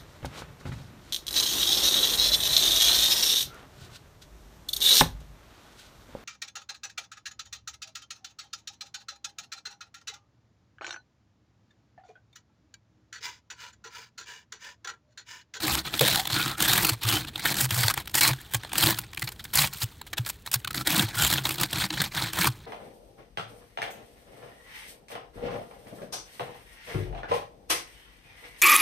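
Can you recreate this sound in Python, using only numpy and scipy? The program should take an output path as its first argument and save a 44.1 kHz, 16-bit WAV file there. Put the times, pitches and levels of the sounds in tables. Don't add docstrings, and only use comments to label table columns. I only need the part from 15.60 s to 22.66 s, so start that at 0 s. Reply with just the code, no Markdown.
import sys
import numpy as np
from scipy import signal
from scipy.fft import rfft, irfft
from scipy.io import wavfile
from scipy.ndimage import uniform_filter1d

SR = 44100
rng = np.random.default_rng(int(sys.argv[2]) if len(sys.argv) > 2 else 0)


def wav_out(sig):
    wavfile.write(sys.argv[1], SR, np.round(np.clip(np.atleast_2d(sig).T, -1, 1) * 32767).astype(np.int16))


def gain_from_db(level_db):
    decades = np.asarray(level_db, float) / 20
    return 10 ** decades


N = 311346
SLAM_S = 0.408


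def rms_one(x):
    return x / np.sqrt(np.mean(x ** 2) + 1e-20)


def drift(rate):
    r = np.exp(-16 * np.pi * rate / SR)
    slow = signal.lfilter([1], [1, -2 * r, r * r], rng.standard_normal(N // 8 + 4002))[4000:]
    return np.interp(np.arange(N) / 8, np.arange(len(slow)), rms_one(slow))


def resonate(x, hz, width):
    r = np.exp(-np.pi * width / SR)
    gain = (1 - r * r) / 2
    return signal.lfilter([gain, 0, -gain], [1, -2 * r * np.cos(2 * np.pi * hz / SR), r * r], x)


def cracks(per_s, spread_db):
    sizes = gain_from_db(spread_db * np.minimum(rng.exponential(1, N), 4.0)) * rng.choice([-1, 1], N)
    return rms_one(sizes * (rng.random(N) < per_s / SR) + 1e-9)


def through(force, modes, wander_db, wander_rate, grain_db, tilt_db=0):
    middle = np.mean(np.log2([mode[0] for mode in modes]))
    rung = 0
    both = np.array([force, rng.standard_normal(N)])
    for k, (hz, width, db) in enumerate(modes):
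        swell_db = wander_db * drift(wander_rate) + grain_db * drift(50.6)
        swell_db = swell_db + tilt_db * (np.log2(hz) - middle)
        rung = rung + (-1) ** k * resonate(both * gain_from_db(db + swell_db), hz, width)
    return rung[0] / np.std(rung[1])


def in_time(rows):
    s, *columns = np.transpose(rows)
    return [np.interp(np.arange(N) / SR, s, c) for c in columns]


def grip():
    # start in seconds, length in seconds, crush at full speed in dB,
    # place of full speed from 0 to 1, sharpness of the top in dB.
    strokes = [(-.03, 0.26, -27, 0.59, -2.5), (0.405, 0.28, -25.5, 0, -1.5), (0.679, 0.29, -27, 0.23, -5),
               (0.966, 0.11, -26.5, 0.83, -2.5), (1.064, 0.3, -23.5, 0.13, -1),
               (1.406, 0.25, -25.5, 0.38, -3.5), (1.825, 0.12, -26.5, 0.4, -2), (1.954, 0.12, -27, 0.58, 2),
               (2.082, 0.26, -27, 0.45, 0), (2.53, 0.075, -29, 0.8, 3), (2.602, 0.13, -20.5, 0.3, -2),
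               (2.919, 0.076, -43, 0.13, 3.5), (3.119, 0.23, -24.5, 0.68, -1), (3.929, .16, -21, 0.37, 0),
               (4.195, 0.053, -36.5, 0.68, 9.5), (4.915, 0.049, -31, 1, 5), (5.245, 0.23, -24, 0.39, -3.5),
               (5.524, 0.32, -26.5, 0.26, -3), (5.834, 0.17, -34.5, 0, -0.5),
               (5.97, 0.093, -28.5, 0.89, -9), (6.081, 0.2, -27.5, 0.78, -7),
               (6.286, 0.21, -33.5, 0.77, -6.5), (6.506, 0.22, -28.5, 0.5, -7.5),
               (6.716, 0.18, -25, 0.8, -3.5)]
    # start in seconds, length in seconds, crush in dB, sharpness in dB.
    glides = [(0.229, 0.085, -35.5, -9), (0.298, 0.11, -34.5, -4.5), (1.659, 0.045, -37.5, -10),
              (1.721, 0.16, -40.5, -7), (2.352, 0.078, -33.5, -9), (2.732, 0.26, -50.5, -5),
              (6.877, 0.087, -52, -10), (2.952, 0.24, -49, -16), (3.32, 0.12, -43.5, 2),
              (3.545, 0.21, -54, 3), (3.722, 0.7, -53.5, 0), (4.123, 0.14, -45.5, 5),
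              (4.569, 0.022, -29.5, -6), (4.646, 0.073, -43.5, 7), (4.697, 0.07, -54, 0),
              (4.847, 0.059, -50, 5), (5.137, 0.1, -36, 1.5), (5.452, 0.078, -35.5, -14)]
    crush_power, dull_when_slow = 0.98, 0.23
    t = np.arange(N) / SR
    power = np.full((2, N), 1e-12)
    moves = [*strokes, *[(s, d, db, .5, sharp) for s, d, db, sharp in glides]]
    for start, length, db, place, sharp_db in moves:
        span = slice(max(round(start * SR), 0), round((start + length) * SR))
        corners_s = start + length * np.array([0, np.clip(place, .05, .95), 1])
        way = np.interp(t[span], corners_s, [0, .5, 1])
        body = np.sin(np.pi * way).clip(0) ** crush_power
        edge = gain_from_db(sharp_db) * body ** (1 + dull_when_slow)
        power[:, span] += (gain_from_db(db) * np.array([body, edge])) ** 2
    return np.sqrt(power)


def contacts():
    # start in seconds, peak in dB, sharpness in dB, length in ms.
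    skips = [(3.3874, -18, 1.5, 13.8), (3.4356, -29, -23, 26), (3.5325, -26.5, -15, 11),
             (3.5478, -32, 0, 7.5), (3.5738, -18.5, -13, 13), (3.596, -22, 0, 4.9), (3.6025, -35, -3, 6),
             (3.6215, -16, -6, 7.9), (3.627, -14.5, -10, 5.8), (3.641, -27.5, -2.5, 22),
             (3.674, -19, -13, 21), (3.689, -19.5, -6, 9.7), (3.719, -29, -6, 19), (3.7613, -36, -22, 11),
             (3.7943, -28.5, -16, 29), (3.842, -33, 3, 11), (3.8512, -24, -15, 15), (4.13, -24, -18, 4.1),
             (4.1347, -27.5, 3.5, 12.5), (4.2164, -15, -15, 26), (4.4153, -21, -11.5, 7.4),
             (4.4663, -32, -8, 30), (4.5318, -15.5, -16, 14.7), (4.581, -12.5, -11, 15),
             (4.6637, -15, -10, 13.3), (4.6976, -19, -5, 18), (4.8625, -25, -10, 19),
             (4.8754, -19.5, -15, 6), (5.0472, -16.5, -9.5, 8.3), (5.075, -13.5, -11.5, 10.4),
             (5.1073, -20, -10, 14), (5.1312, -32, -2, 7.3)]
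    # start in seconds, peak in dB, sharpness in dB.
    nicks = [(0.34, -8.5, -17), (0.351, -17, -14), (0.378, -21, -13), (0.3944, -18, 1), (0.41, -3, -6),
             (0.6541, -14.5, -18), (0.6731, -12.5, -10.5), (0.7, -15.5, -28), (0.9815, -23, -7),
             (1.0046, -6.5, -8), (1.434, -19.5, 0), (1.758, -17.5, -11.5), (1.796, -19.5, -11),
             (2.092, -30, -6), (2.108, -10, -9.5), (2.3407, -14, -4), (2.457, -33, -6), (2.4753, -21, -7),
             (2.4966, -30, -8), (2.5435, -8, -8), (2.7335, -16, -10), (2.9124, -39, 2), (2.937, -17, -2),
             (3.0346, -21.5, -23), (3.048, -25, -16), (3.075, -34, -14), (3.1183, -21, -21),
             (3.1323, -15.5, -8), (3.938, -20.5, 5), (4.9163, -24.5, 1), (5.146, -16, -10)]
    # start in seconds, peak in dB, sharpness in dB.
    ridges = [(0.479, -13, -7), (0.5963, -13.5, -11), (0.762, -11, -26), (1.0234, -9, -2.5),
              (1.081, -15, 0), (1.1526, -14, -20), (1.248, -5.5, -6), (1.2925, -9.5, -2.5),
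              (1.333, -22, -7), (1.8539, -8.5, -6.5), (2.006, -13.5, -1), (2.308, -9.5, -14),
              (2.552, -10.5, 1), (2.582, -16, -1), (2.6102, -6, -6), (2.9455, -7, -12.5),
              (3.181, -12, -0.5), (3.2255, -7, -5), (3.9548, -20, 11), (4.94, -8.5, -2), (5.176, -18, -14),
              (5.2724, -9, -8.5), (5.701, -9.5, -7), (5.7823, -12, -23), (5.854, -6, -15),
              (6.3273, -17, -20), (6.373, -18, -18), (6.403, -10.5, -21), (6.871, -11.5, -4),
              (5.922, -24, -3), (5.941, -24, -6), (6.339, -19, -17)]
    # start in seconds, peak in dB, sharpness in dB.
    snaps = [
        (1.498, -11.5, -18),
        (2.283, -2.5, -12),
        (2.377, -7, -15),
        (5.649, -5.5, -7),
    ]
    # start in seconds, peak in dB, sharpness in dB.
    catches = [(0.051, -15.5, -22), (0.08, -10.5, -14), (0.12, -19, -1), (0.135, -14.5, -7),
               (0.182, -14.5, -19), (0.451, -13, -15), (0.505, -26, -16), (0.527, -14, -21),
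               (0.546, -11, -11), (0.558, -11.5, -4), (0.574, -14, -8), (0.797, -11.5, -17),
               (0.86, -11, -21), (0.879, -14, -12), (0.912, -25, -6), (1.051, -15, -7), (1.133, -6, -4.5),
               (1.179, -5.5, -6.5), (1.209, -16, -7.0), (1.231, -12.5, -6.0), (1.27, -16.5, 2),
               (1.472, -23, -24), (1.526, -21.5, 5), (1.569, -12.5, -27), (1.648, -24, -24),
               (1.682, -36, -21), (1.875, -17, -4), (1.893, -13.5, -18), (1.914, -13.5, -18),
               (1.923, -12, -11), (1.943, -14.5, -8), (1.954, -17, -13.0), (1.968, -14, -6.5),
               (1.986, -21, 1), (2.012, -11.5, -8), (2.145, -23, 5), (2.234, -10.5, -4), (2.3, -7.5, -10.5),
               (2.402, -32, -2), (2.514, -36, -2), (2.633, -11.5, -1), (2.677, -7.5, -4), (2.814, -41, 1),
               (3.093, -33, -11), (3.155, -13, -12), (3.2, -23, -6.0), (3.209, -13, -5), (3.236, -3, -5),
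               (3.261, -8.5, -4), (3.296, -22, -11), (3.305, -6.5, -8), (3.345, -21.5, -12),
               (3.376, -23, -12), (3.465, -39, -25), (3.562, -40, -7), (3.613, -39, 5)]
    # start in seconds, peak in dB, sharpness in dB.
    late_catches = [(3.988, -16, 5), (4.018, -14, -11), (4.042, -9, -15), (4.079, -33, -19.0),
                    (4.146, -24, -16), (4.608, -38, -9), (4.649, -31, -9), (4.69, -27.0, 2),
                    (5.001, -34, -9), (5.155, -25.5, -2), (5.211, -22, -15.0), (5.304, -11, -4),
                    (5.325, -20, 5), (5.363, -14, 0.5), (5.379, -16.5, 3), (5.386, -13, -6),
                    (5.395, -7, -9), (5.424, -14.5, -6), (5.487, -21, -8), (5.544, -23, -26),
                    (5.598, -13, -23), (5.613, -20.5, -1), (5.623, -9, -3), (5.635, -14, -3),
                    (5.727, -14.5, -4), (5.667, -13, -4), (5.676, -19, 0), (5.712, -13.5, -8),
                    (5.737, -10.5, -6), (5.775, -13.5, -11), (5.868, -15, -14.0), (5.892, -13, -4),
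                    (5.908, -14, -6), (5.958, -27.5, 0), (5.983, -17, -13), (6, -16.5, -8), (6.012, -14, 1),
                    (6.034, -9.5, -7), (6.11, -29, -2), (6.13, -14, -8.5), (6.155, -15.5, -23),
                    (6.183, -13.5, -27), (6.22, -12, -22), (6.24, -12, -20), (6.305, -17, -15),
                    (6.418, -15.5, 0.5), (6.44, -13.5, -13), (6.549, -20, -13), (6.579, -21, -15),
                    (6.622, -11, -32), (6.733, -19, -5), (6.76, -26, -9), (6.777, -22, -13),
                    (6.787, -12, -8), (6.812, -10.5, -7), (6.844, -7.5, -9)]
    rows = list(skips)
    for table, length_ms in [(nicks, 9.9), (ridges, 16), (snaps, 6.1), (catches, 11.2), (late_catches, 11.2)]:
        rows += [(*row, length_ms) for row in table]
    return rows


def bites(rows):
    out = np.zeros((2, N + 2000))
    t_ms = np.arange(2000) / SR * 1000
    for s, peak_db, sharp_db, ms in rows:
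        shape = np.sin(np.pi * np.clip(t_ms / max(ms, 1), 0, 1) ** 0.39) ** 1.8
        i = max(round((s - .0018) * SR), 0)
        out[:, i:i + 2000] += gain_from_db([[peak_db - 11.5], [peak_db + sharp_db - 6.5]]) * shape
    return out[:, :N]


def stick():
    stick_ms, from_db, db_per_db = 3.2, -36, 0.06
    loss_db = np.zeros(N)
    pause = np.hanning(round(stick_ms * SR / 1000))
    for s, peak_db, *_ in contacts():
        i = round(s * SR) - len(pause)
        loss_db[i:i + len(pause)] += db_per_db * max(peak_db - from_db, 0) * pause
    return gain_from_db(-loss_db)


def forces(crush):
    trickle_db, fall_db_per_s, trickle_sharp_db = -23, 38, 4
    treble_fall = 4.5
    chatter_db = 27
    crush_db = 20 * np.log10(crush[0])
    fall = fall_db_per_s * np.arange(N) / SR * [[1], [treble_fall]]
    held_db = np.maximum.accumulate(crush_db + fall, axis=1) - fall
    trickle = gain_from_db(held_db + trickle_db) * gain_from_db([[0], [trickle_sharp_db]])
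    slip = gain_from_db(1.07 * drift(77) + 2.35 * drift(160) - 2.5)
    chatter = gain_from_db(chatter_db * thumps())
    return np.hypot(bites(contacts()), slip * np.hypot(stick() * chatter * crush, trickle))


def cores():
    core_db, core_sharp_db, place = 0.5, 7.5, .15
    out = np.zeros((2, N))
    for s, peak_db, sharp_db, ms in contacts():
        i = round((s + place * ms / 1000) * SR)
        out[:, i] = gain_from_db([peak_db + core_db, peak_db + sharp_db + core_sharp_db])
    return out


def scrape(body_force, edge_force, tilt_db):
    # frequency in Hz, width in Hz, level in dB.
    body_modes = [(888, 346, -3), (1300, 350, -0.5), (1640, 484, 0.5), (2410, 385, -1), (3254, 660, 0),
                  (4150, 600, 1.5)]
    # frequency in Hz, width in Hz, level in dB.
    edge_modes = [(5100, 1400, -1.5), (5760, 6200, -0.5), (7670, 5850, 4), (9540, 390, 2.5),
                  (11830, 1960, 3.5), (12720, 2440, 4), (14500, 950, 1.5), (16440, 690, 1.5)]
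    ice = cracks(per_s=15000, spread_db=4.5)
    body_core, edge_core = cores()
    body = through(ice * body_force + body_core, body_modes, wander_db=2.1, wander_rate=25.0, grain_db=2.5,
                   tilt_db=2.0 * tilt_db)
    edge = through(ice * edge_force + edge_core, edge_modes, wander_db=1.0, wander_rate=29.0, grain_db=1.5)
    splinters = cracks(per_s=6000, spread_db=11.0) * np.sqrt(body_force * edge_force)
    bare = signal.sosfilt(signal.butter(1, [1100, 9000], "band", fs=SR, output="sos"), splinters)
    return gain_from_db(-1.0) * body + edge + gain_from_db(-3.5) * bare


def sings(force):
    # start in seconds, length in seconds, pitch in Hz, level over the crush in dB.
    steady = [(0.731, 0.12, 1420, 20), (2.565, 0.04, 1880, 23), (3.609, 0.032, 2020, 22.5),
              (5.163, 0.069, 1330, 23.5), (5.558, 0.091, 1430, 18), (5.58, 0.12, 3100, 14.5),
              (0.042, 0.092, 803, 16.5), (0.451, 0.057, 630, 19), (0.546, 0.09, 792, 23.5),
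              (1.05, 0.057, 1670, 16), (1.22, 0.13, 4360, 15), (1.48, 0.13, 3080, 14.5),
              (2.174, 0.14, 4570, 12.5), (2.626, 0.048, 1130, 18), (2.577, .12, 4150, 17),
              (3.158, 0.08, 4140, 15.5), (3.175, 0.12, 820, 8), (3.95, 0.062, 4250, 13.5),
              (3.952, 0.079, 1130, 12), (4.928, 0.028, 1100, 9), (5.6, 0.09, 7300, 12.5),
              (6.394, 0.016, 1620, 19), (2.6, 0.045, 2200, 17.5), (6.835, 0.035, 2350, 13),
              (0.671, 0.018, 3820, 18), (0.383, 0.024, 3480, 28), (4.527, .03, 1740, 19),
              (5.035, .025, 1490, 22), (5.094, 0.035, 1300, 23)]
    # start and length in seconds, first and last pitch in Hz, level over the crush in dB.
    climbs = [
        (0.368, 0.24, 3560, 4130, 15.5),
        (0.862, 0.16, 1230, 1430, 19),
        (0.984, 0.22, 3100, 4200, 14.5),
    ]
    rings = [(s, d, hz, hz, db, 0.061) for s, d, hz, db in steady]
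    rings += [(*row, 0.13) for row in climbs]
    ice = cracks(per_s=5000, spread_db=3.5) * force
    t, out = np.arange(N) / SR, 0
    for start, length, from_hz, to_hz, db, share in rings:
        way = np.clip((t - start) / length, 0, 1)
        turn = np.exp(2j * np.pi * np.cumsum(from_hz + (to_hz - from_hz) * way) / SR)
        r = np.exp(-np.pi * share * from_hz / SR)
        push = gain_from_db(db) * np.sin(np.pi * way) * ice
        out = out + 2 * np.real(turn * signal.lfilter([1 - r], [1, -r], push / turn + 1e-18))
    return out


def chips(force):
    ice = cracks(per_s=1800, spread_db=3.5) * force
    dealt = rng.integers(0, 24, N)
    pitches = np.geomspace(1300, 9000, num=24)
    rung = sum(resonate(ice * (dealt == k) + 1e-18, hz, 0.026 * hz) for k, hz in enumerate(pitches))
    return gain_from_db(11.5) * rung


def flakes(force, tilt_db):
    modes = [(hz, 0.026 * hz, 0) for hz in np.geomspace(821, 5290, num=14)]
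    ice = cracks(per_s=6000, spread_db=6.0) * force
    return gain_from_db(-13.5) * through(ice, modes, wander_db=0.5, wander_rate=4.3, grain_db=6.0, tilt_db=0.35 * tilt_db)


def slide():
    from_hz, hz_per_s, length_s, width_hz = 570, 1300, .21, 57
    t = np.clip(np.arange(N) / SR - SLAM_S, 0, length_s)
    rough = drift(width_hz) * np.sin(np.pi * t / length_s) ** 0.25
    return gain_from_db(-41) * rough * np.sin(2 * np.pi * (from_hz * t + hz_per_s * t ** 2 / 2))


def thumps():
    # start in seconds, peak in dB, pitch in Hz, time to fall by 60
    # dB in seconds.
    knocks = [(0.112, -28, 66, 0.31), (5.62, -31, 66, 0.27), (0.419, -13, 131, 0.058),
              (0.723, -19, 114, 0.088), (1.314, -15, 114, 0.11), (1.443, -19.5, 111.6, 0.29),
              (2.028, -19, 128, 0.22), (5.43, -17, 108, 0.14), (5.35, -29, 308, 0.12),
              (5.326, -17, 164, 0.1), (5.373, -14, 197, 0.088), (2.115, -14.5, 114, 0.12),
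              (2.165, -20.5, 120.8, 0.33), (2.24, -15, 110, 0.15), (2.704, -15, 131.3, 0.15),
              (2.945, -18.5, 114, 0.12), (3.163, -25, 158, 0.11), (3.234, -26.5, 115, 0.52),
              (3.63, -18, 121, 0.072), (3.97, -29, 140, 0.36), (4.231, -10.5, 112, 0.071),
              (4.591, -12, 119, 0.094), (4.954, -16.5, 123, 0.082), (5.387, -21, 142, 0.18),
              (5.562, -20, 114, 0.11), (5.866, -28, 141, 0.09), (6.141, -29, 105, 0.22),
              (6.3, -25, 312, 0.12), (5.16, -33, 267, 0.18), (6.628, -20.5, 119, 0.12),
              (6.79, -15, 173, 0.094), (6.882, -13.5, 120, 0.095)]
    t, out = np.arange(SR // 4) / SR, np.zeros(N)
    for s, peak_db, hz, t60 in knocks:
        swell = (1 - np.exp(-t / 0.008)) ** 2 * gain_from_db(-60 * t / max(t60, .03) + 2.5)
        i = round(s * SR)
        out[i:i + len(t)] += (gain_from_db(peak_db) * swell * np.sin(2 * np.pi * hz * t))[:N - i]
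    return out


def pane(force, pane_db, frame_db):
    # frequency in Hz, width in Hz, level in dB.
    glass_modes = [(65, 27, -9.5), (133, 19.8, 0.5), (194, 17.7, -6.5)]
    # frequency in Hz, width in Hz, level in dB.
    frame_modes = [(185, 70, -4.5), (228.4, 31, 1), (319, 33, 5.5), (525, 63, -8.5), (740, 254, -7)]
    slam_modes = [(478, 74, -4), (573, 110, -9.5), (795, 130, -22)]
    slam_db, slam_t60_s = -18.5, 0.19
    t = np.arange(N) / SR
    drag = rng.standard_normal((2, N)) * gain_from_db(2.45 * drift(17.0) - 0.5)
    slam = (t > SLAM_S) * gain_from_db(slam_db - 60 * np.abs(t - SLAM_S) / slam_t60_s)
    push = uniform_filter1d(force, size=600)
    glass_push = drag[0] * push * gain_from_db(pane_db)
    frame_push = drag[1] * push * gain_from_db(frame_db - 3.0)
    out = through(glass_push, glass_modes, wander_db=0.0, wander_rate=35, grain_db=-3.0)
    out += through(frame_push, frame_modes, wander_db=0.9, wander_rate=2.2, grain_db=0.0)
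    out += through(drag[0] * slam, slam_modes, wander_db=1.5, wander_rate=6.8, grain_db=3.0)
    return out + thumps()


def yard(x):
    dull = signal.sosfilt(signal.butter(2, 6000, fs=SR, output="sos"), x)
    out = np.zeros(N)
    for ms, db in [(11.0, -19), (33, -33.0), (81, -53)]:
        lag = round(ms * SR / 1000)
        out[lag:] += gain_from_db(db) * dull[:-lag]
    return out


def frost():
    dust = cracks(per_s=1200, spread_db=4.0) * gain_from_db(3.0 * drift(25.0))
    return gain_from_db(-63) * signal.sosfilt(signal.butter(2, 3000, "high", fs=SR, output="sos"), dust)


def night():
    # frequency in Hz, level per Hz in dB.
    spectrum = [(18, -54), (30, -0.5), (98, -0.5), (259, -14), (437, -15.5), (526, -22.5), (962, -27),
                (3870, -31), (7470, -64), (14800, -80), (16000, -50)]
    hz, db = np.transpose(spectrum)
    f = np.maximum(np.fft.rfftfreq(N, 1 / SR), 1)
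    colour = gain_from_db(np.interp(np.log(f), np.log(hz), db))
    hum = irfft(rfft(rng.standard_normal(N)) * colour, N)
    return gain_from_db(-49.5 + 1.0 * drift(1.0)) * rms_one(hum)


def scene():
    # time in seconds, force into the pane in dB, force into the frame in dB,
    # steepness that brightens the ring in dB.
    hold = [(.1, -9.5, -2.5, -0.5), (.5, -10.5, -7, -0.5), (.83, -8.5, -6, 1), (1.15, -8, -5.5, -1),
            (1.52, -10, -6.5, 0), (1.95, -8, -4, 0.1), (2.2, -10, -14.5, -1.5), (2.63, -9.5, -9.5, 0),
            (3.25, -8.5, -6, -1), (4.0, -8, -17, 0), (4.6, -28, -15, -0.8), (4.96, -18, -32, 0),
            (5.12, -3, -2.5, 0.5), (5.38, -15, -3, -0.9), (5.65, -8.5, -15.5, -0.5), (5.95, -6, -2.5, 0),
            (6.3, -3.5, -10.5, -0.5), (6.85, -6, -6, -1)]
    body_force, edge_force = forces(grip())
    pane_db, frame_db, tilt_db = in_time(hold)
    limit = gain_from_db(-24.5)
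    piece_force = limit * np.tanh(body_force / limit)
    blade = scrape(body_force, edge_force, tilt_db) + sings(body_force) + slide()
    blade = blade + flakes(piece_force, tilt_db) + chips(piece_force)
    around = pane(body_force, pane_db, frame_db) + night() + frost()
    mono = blade + yard(blade) + around
    return np.array([mono, mono])


def band_limit(x):
    return signal.sosfilt(signal.butter(12, 16830, fs=SR, output="sos"), x)


def record(dry):
    # frequency in Hz, width in Hz, depth from 0 to 1.
    mic_dip = (10660, 610, 0.36)
    hz, width, depth = mic_dip
    dipped = dry - depth * resonate(dry, hz, width)
    x = signal.sosfilt(signal.butter(2, 36, "high", fs=SR, output="sos"), dipped)
    rounded = 0.72 * np.tanh(x / 0.73)
    mix = signal.sosfilt(signal.ellip(10, .5, 56, 15780, fs=SR, output="sos"), rounded)
    return band_limit(mix)


dry = scene()
out = record(dry)
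wav_out(out)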